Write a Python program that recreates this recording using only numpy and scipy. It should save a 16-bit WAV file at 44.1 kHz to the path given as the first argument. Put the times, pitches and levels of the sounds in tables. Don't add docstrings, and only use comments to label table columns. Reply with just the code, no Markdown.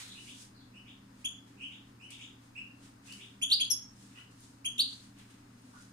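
import sys
import numpy as np
from scipy import signal
from scipy.fft import rfft, irfft
from scipy.io import wavfile
from scipy.ndimage import uniform_filter1d

SR = 44100
rng = np.random.default_rng(int(sys.argv[2]) if len(sys.argv) > 2 else 0)


def file_out(sig):
    cols = np.atleast_2d(sig).T
    lim = np.clip(cols, -1, 1)
    pcm = np.round(lim * 32767).astype(np.int16)
    wavfile.write(sys.argv[1], SR, pcm)


def convert_level_to_amplitude(level_db):
    exponent = np.asarray(level_db, float) / 20
    return 10 ** exponent


N = 261072

FAR_LEAD, NEAR_LEAD = 27, -9


def read(points, hz, column=1):
    table = np.transpose(points)
    return np.interp(np.log(hz + 1), np.log(table[0] + 1), table[column])


def evened(x):
    return x / np.sqrt(np.mean(x ** 2) + 1e-20)


def add(mix, s, sound):
    part = mix[..., round(s * SR):][..., :sound.shape[-1]]
    part += sound[..., :part.shape[-1]]


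def resonate(x, hz, width):
    turn = np.exp(2j * np.pi * hz * np.arange(len(x)) / SR)
    r = np.exp(-np.pi * width / SR)
    return 2 * (turn * signal.lfilter([1 - r], [1, -r], x / turn)).real


def resonate_twice(x, hz, width):
    return resonate(resonate(x, hz, width), hz, width)


def whistle(hz, effort_db, overtone_db, breath_db=-27):
    partials_db = [-6, -7, -15, -22]
    # (frequency [Hz], level [dB])
    beak = [(2000, -5), (4000, 3), (5200, -1), (6500, 4.5), (7200, 4.5), (7900, -13), (9000, 5),
            (10500, -2), (12000, 1.5), (13500, -11), (16000, -30)]
    turns = np.cumsum(hz) / SR
    chance = rng.standard_normal((len(partials_db) + 1, 4096))[:, :len(hz)]
    tone = convert_level_to_amplitude(read(beak, hz)) * np.sin(2 * np.pi * turns)
    for k, db in enumerate(partials_db, start=2):
        flutter_db = 1.92 * evened(uniform_filter1d(chance[k - 1], size=60))
        audible = k * hz < SR / 2
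        level = convert_level_to_amplitude(db + overtone_db + flutter_db + read(beak, k * hz))
        tone += audible * level * np.sin(2 * np.pi * k * turns)
    hiss = 1.4 * resonate_twice(np.diff(chance[0], prepend=0), 6800, 6000)
    return convert_level_to_amplitude(effort_db) * (np.sqrt(2) * tone + convert_level_to_amplitude(breath_db) * hiss)


def far_bird():
    # (time [s], level [dB], start [Hz], end [Hz], length [s])
    peeps = [
        (.001, -48.5, 3460, 4420, .019),
        (.087, -45.5, 3180, 4200, .014),
        (.54, -55.5, 4980, 3980, .014),
        (.585, -62.5, 4600, 3270, .017),
    ]
    # (time [s], level [dB], end [Hz], length [s], overtone strength [dB])
    chirps = [
        (.142, -50.5, 3010, .025, -17.5),
        (.733, -53, 3010, .024, -10.5),
        (1.566, -56, 3160, .035, -12),
        (1.596, -41, 3170, .03, -19),
        (1.992, -52, 3050, .04, -9),
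        (2.551, -38.5, 2820, .014, -19),
        (3.066, -50.5, 3060, .035, -8),
        (4.147, -50, 3070, .015, -16),
    ]
    # (time [s], level [dB], overtone strength [dB])
    slides = [
        (.253, -50, -14),
        (.848, -54, -17),
        (1.691, -52, -13),
        (2.086, -49.5, -27),
        (2.182, -48, -6.5),
        (3.179, -50, -21),
    ]
    # (frequency [Hz], level [dB])
    path = [(3500, -.5), (6000, -2.5), (8000, 4), (10000, -10), (12000, -25)]
    calls = [(s, db, 2375, *rest) for s, db, *rest in chirps]
    calls += [(*peep, -17) for peep in peeps]
    calls += [(s, db, 2100, 3800, .034, over_db) for s, db, over_db in slides]
    out = np.zeros(N)
    for s, db, start_hz, end_hz, length, overtone_db in calls:
        u = np.arange(0, 1, 1 / (length * SR))
        bend = 1.095 + 350 / abs(start_hz - end_hz)
        hz = end_hz + (start_hz - end_hz) * (1 - u) ** bend
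        add(out, s, whistle(hz, db, overtone_db) * np.sin(np.pi * u) ** 0.24)
    return irfft(rfft(out) * convert_level_to_amplitude(read(path, np.fft.rfftfreq(N, 1 / SR))), N)


def room(x, build, first, same, lead, livelier):
    # (frequency [Hz], 60 dB decay time [s], level [dB])
    decay = [(1000, 0.17, 7), (2500, 0.39, 0.5), (4000, 0.43, -8), (6500, 0.39, -6), (9260, 0.3, -2.5),
             (14100, 0.16, -2)]
    size = SR * 3 // 4
    echoes = rng.standard_normal((2, size))
    clumps_db = 4.5 * rng.standard_normal((2, size // 32 + 1))
    echoes *= convert_level_to_amplitude(clumps_db).repeat(32, 1)[:, :size]
    echoes[1] = same * np.roll(echoes[0], lead) + np.sqrt(1 - same ** 2) * echoes[1]
    hz, t, z = signal.stft(echoes, SR, nperseg=128)
    fall_db = 60 * t / (livelier * read(decay, hz)[:, None])
    band_db = read(decay, hz, column=2)[:, None]
    tail = signal.istft(z * convert_level_to_amplitude(band_db - fall_db), SR, nperseg=128)[1][:, :size]
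    tail = tail * (1 - (1 - first) * np.exp(-np.arange(size) / SR / build))
    tail = tail / np.sqrt(0.014 * SR)
    return signal.fftconvolve(x[None], tail, axes=1)[:, :N]


def coloured(spectrum_db, same, field_db):
    a, b, c, d = rng.standard_normal((N // 128 + 5, 257, 4)).T
    left = a + 1j * b
    right = same * left + np.sqrt(1 - same ** 2) * (c + 1j * d)
    z = np.array([left, right]) * convert_level_to_amplitude(spectrum_db[..., None] + field_db)
    return signal.istft(z, nperseg=512, noverlap=384)[1][:, :N]


def rustle():
    # (loudest time [s], level [dB], 10 dB swell [s], 10 dB fade [s], share of low rustle [dB])
    stirs = [(.001, -55, .01, .11, -1.5), (.3, -61.5, .2, .07, -16), (.42, -58.5, .09, .05, -11),
             (1.22, -73, .1, .04, -2.5), (1.478, -76, .015, .12, -.5), (1.88, -79, .03, .08, -5),
             (2.106, -61, .004, .085, -24), (2.438, -75, .04, .1, -4), (2.855, -67.5, .055, .065, -2.5),
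             (3.072, -63, .025, .12, -3), (3.124, -62, .012, .12, -9), (4.026, -67, .08, .11, -11),
             (4.186, -71, .1, .08, 1.5), (4.314, -72, .006, .04, -8), (4.436, -65.5, .06, .1, -14),
             (4.93, -64, .09, .1, -13), (5.05, -69, .1, .06, -5), (5.194, -70, .03, .11, 3),
             (5.306, -72.5, .02, .12, .3), (5.68, -77, .3, .1, -4), (5.815, -68.5, .12, .13, -8)]
    # (frequency [Hz], level [dB])
    high_spectrum = [(1500, -33), (3000, -4.5), (5000, -0.5), (7000, 0.5), (9500, -1), (11500, -13.5),
                     (14000, -19), (16000, -29)]
    # (frequency [Hz], level [dB])
    low_spectrum = [(500, -17), (900, -4.5), (1500, -1.5), (2500, 1.5), (4000, -2), (6000, -21)]
    hz, t = np.fft.rfftfreq(512, 1 / SR), np.arange(0, N, 32) / SR
    s, level_db, swell, fade, low_db = np.transpose(stirs)[..., None]
    power = convert_level_to_amplitude(level_db - 10 * np.maximum((s - t) / swell, (t - s) / fade)) ** 2
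    still = convert_level_to_amplitude(2 * -86)
    high_level = np.sqrt(still + power.sum(0)).repeat(32)[:N]
    low_level = np.sqrt(still + (power * convert_level_to_amplitude(2 * low_db)).sum(0)).repeat(32)[:N]
    grain_db = 0.57 * evened(uniform_filter1d(rng.standard_normal(N // 128 + 5), size=3))
    high = evened(coloured(read(high_spectrum, hz), 0.1, grain_db))
    low = evened(coloured(read(low_spectrum, hz), 0.15, grain_db))
    left, right = convert_level_to_amplitude(7) * (high_level * high + low_level * low)
    return np.array([left, np.roll(right, FAR_LEAD)])


def air():
    # (frequency [Hz], level [dB per Hz])
    spectrum = [(12, -44), (20, -7.5), (59, -12.5), (104, -7.5), (162, -10.5), (260, -2.5), (307, -9.5),
                (353, -17), (689, -18.5), (910, -15.5), (1990, -23.5), (2770, -26), (3190, -34),
                (4210, -27.5), (15600, -40.5)]
    # (frequency [Hz], left-right likeness [0-1])
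    likeness = [(30, .999), (150, .98), (250, .85), (500, .6), (1000, .48), (2500, .4), (6000, .25),
                (15000, .1)]
    # (frequency [Hz], left over right [dB])
    balance = [(60, 0), (200, .5), (380, 1), (700, 2.5), (1290, 5.5), (2380, 2.5), (4400, -1), (8000, 1)]
    hz = np.fft.rfftfreq(N, 1 / SR)
    a, b, c, d = rng.standard_normal((len(hz), 4)).T
    same, half = read(likeness, hz), convert_level_to_amplitude(read(balance, hz) / 2)
    lag = np.exp(-2j * np.pi * hz * FAR_LEAD / SR * np.clip((hz - 300) / 300, 0, 1))
    left = a + 1j * b
    right = same * lag * left + np.sqrt(1 - same ** 2) * (c + 1j * d)
    z = np.array([left * half, right / half]) * convert_level_to_amplitude(read(spectrum, hz))
    above = irfft(z * (hz > 450), N)
    return convert_level_to_amplitude(-68.5) * irfft(z, N) / np.sqrt(np.mean(above.mean(0) ** 2))


def hum():
    # (frequency [Hz], width [Hz], level [dB])
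    resonances = [(84, 14, -81), (165, 11, -80), (198.15, 5.1, -65.5), (245.8, 7.2, -68),
                  (276.05, 12.6, -66.5), (296.9, 14, -73.5), (348.5, 8, -81), (391.5, 6.8, -79.5),
                  (5020, 19, -87)]
    noise = rng.standard_normal((len(resonances) + 1, N))
    waver = evened(uniform_filter1d(uniform_filter1d(noise[-1], size=4000), size=4000))
    motor_hz = 117.9 + 0.57 * waver
    out = np.sqrt(2) * convert_level_to_amplitude(-63) * np.sin(2 * np.pi * np.cumsum(motor_hz) / SR)
    for n, (hz, width, db) in zip(noise, resonances):
        out += convert_level_to_amplitude(db) * evened(resonate_twice(n, hz, width))
    return out


def syllable(db, pitch, stretch, overtone_db, from_hz, to_hz, glide, length, crest, rounded, grow_db):
    u = np.arange(0, 1, 1 / (length * stretch * SR))
    hz = to_hz + (from_hz - to_hz) * np.exp(-(u * length / glide) ** 1.6)
    skew = np.log(.5) / np.log(crest)
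    swell = abs(np.sin(np.pi * u ** skew)) ** rounded
    return swell * whistle(hz * pitch, db, overtone_db + grow_db * u)


def finch():
    rise = dict(from_hz=2280, to_hz=3390, glide=.0078, length=.028, crest=.62, rounded=.6, grow_db=7.)
    grace = dict(from_hz=3090, to_hz=3800, glide=.002, length=.0035, crest=.35, rounded=.8, grow_db=3.)
    fall = dict(from_hz=5900, to_hz=5410, glide=.0095, length=.031, crest=.42, rounded=1.1, grow_db=4.)
    second_voice = dict(from_hz=6330, to_hz=6430, glide=.006, length=.022, crest=.4, rounded=.7, grow_db=4.)
    dive = dict(from_hz=4000, to_hz=2600, glide=.004, length=.0085, crest=.5, rounded=.4, grow_db=2.5)
    sweep = dict(from_hz=2800, to_hz=5000, glide=.0175, length=.036, crest=.53, rounded=1.15, grow_db=3.)
    # (time [s], level [dB], pitch [factor], length [factor], overtone strength [dB])
    rises = [
        (1.2425, -33, 1.004, .84, -11.5),
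        (3.414, -29.5, 1.006, 1.15, -12),
        (3.5955, -28, .999, 1.1, -17),
        (4.645, -32.5, .97, .95, -12),
    ]
    graces = [
        (3.496, -50, 1.001, 1.3, -22),
    ]
    hooks = [
        (3.5005, -21, 1.01, 1.06, -21),
        (4.7805, -23, .98, .88, -17),
    ]
    two_voiced = [
        (3.7005, -27, 1.001, 1.01, -4.5),
        (3.705, -38, 1.001, 1.01, -16),
    ]
    out = np.zeros(N)
    for shape, notes in ((rise, rises), (grace, graces), (fall, two_voiced[:1]), (second_voice, two_voiced[1:])):
        for s, *note in notes:
            add(out, s, syllable(*note, **shape))
    for s, db, pitch, stretch, overtone_db in hooks:
        add(out, s, syllable(db - 14, pitch, stretch, overtone_db + 6, **dive))
        add(out, s + .0055 * stretch, syllable(db, pitch, stretch, overtone_db, **sweep))
    return out


def taps(events):
    out, t = np.zeros(N), np.arange(4000) / SR
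    for s, db, hz, width, length in events:
        scrape = rng.standard_normal(len(t)) * np.exp(-t / length)
        add(out, s, convert_level_to_amplitude(db) * evened(resonate_twice(scrape, hz, width)))
    return out


def perch_ticks():
    # (time [s], level [dB], centre [Hz], width [Hz], scrape length [s])
    ticks = [
        (2.105, -70, 7800, 5940, .004),
        (3.122, -70.5, 8800, 5000, 0.0075),
        (3.125, -62, 4500, 2500, .002),
        (4.312, -89, 8500, 4000, .004),
        (4.405, -78, 9000, 6000, .004),
        (5.187, -83, 8350, 5000, .005),
        (5.308, -83, 8900, 4000, 0.0058),
        (5.618, -84, 9100, 3000, 0.0046),
        (5.822, -74, 6000, 3000, .004),
    ]
    return taps(ticks)


def far_knocks():
    # (time [s], level [dB], centre [Hz], width [Hz], scrape length [s])
    knocks = [
        (4.160, -72, 1360, 260, 0.0084),
        (4.152, -71, 2000, 1100, 0.0076),
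        (5.734, -66.5, 1440, 140, 0.03),
        (5.734, -68, 1050, 600, 0.003),
    ]
    return taps(knocks)


def direct(x):
    # (frequency [Hz], left over right [dB])
    shade = [(2000, -15.5), (3400, 2.5), (4400, -.5), (5500, 8), (9000, 21), (11500, 19.5), (15000, 1)]
    half = convert_level_to_amplitude(read(shade, np.fft.rfftfreq(N, 1 / SR)) / 2)
    left, right = irfft(rfft(x) * half, N), irfft(rfft(x) / half, N)
    return np.array([left, np.roll(right, NEAR_LEAD)])


def scene():
    far = far_bird() + far_knocks()
    near = finch() + perch_ticks()
    far_echoes = room(far, build=.045, first=0.1, same=0.29, lead=FAR_LEAD, livelier=0.93)
    near_echoes = room(near, build=.001, first=.05, same=0.11, lead=NEAR_LEAD, livelier=0.88)
    birds = convert_level_to_amplitude(-1.5) * direct(near) + convert_level_to_amplitude(-1.0) * near_echoes + convert_level_to_amplitude(7.5) * far_echoes
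    return birds + air() + hum() + rustle()


def top_cut(x):
    return signal.sosfilt(signal.butter(12, 15740, fs=SR, output="sos"), x)


def record(dry):
    limited = signal.oaconvolve(dry, signal.firwin(255, 15700, fs=SR)[None], "same")
    return top_cut(limited)


dry = scene()
out = record(dry)
file_out(out)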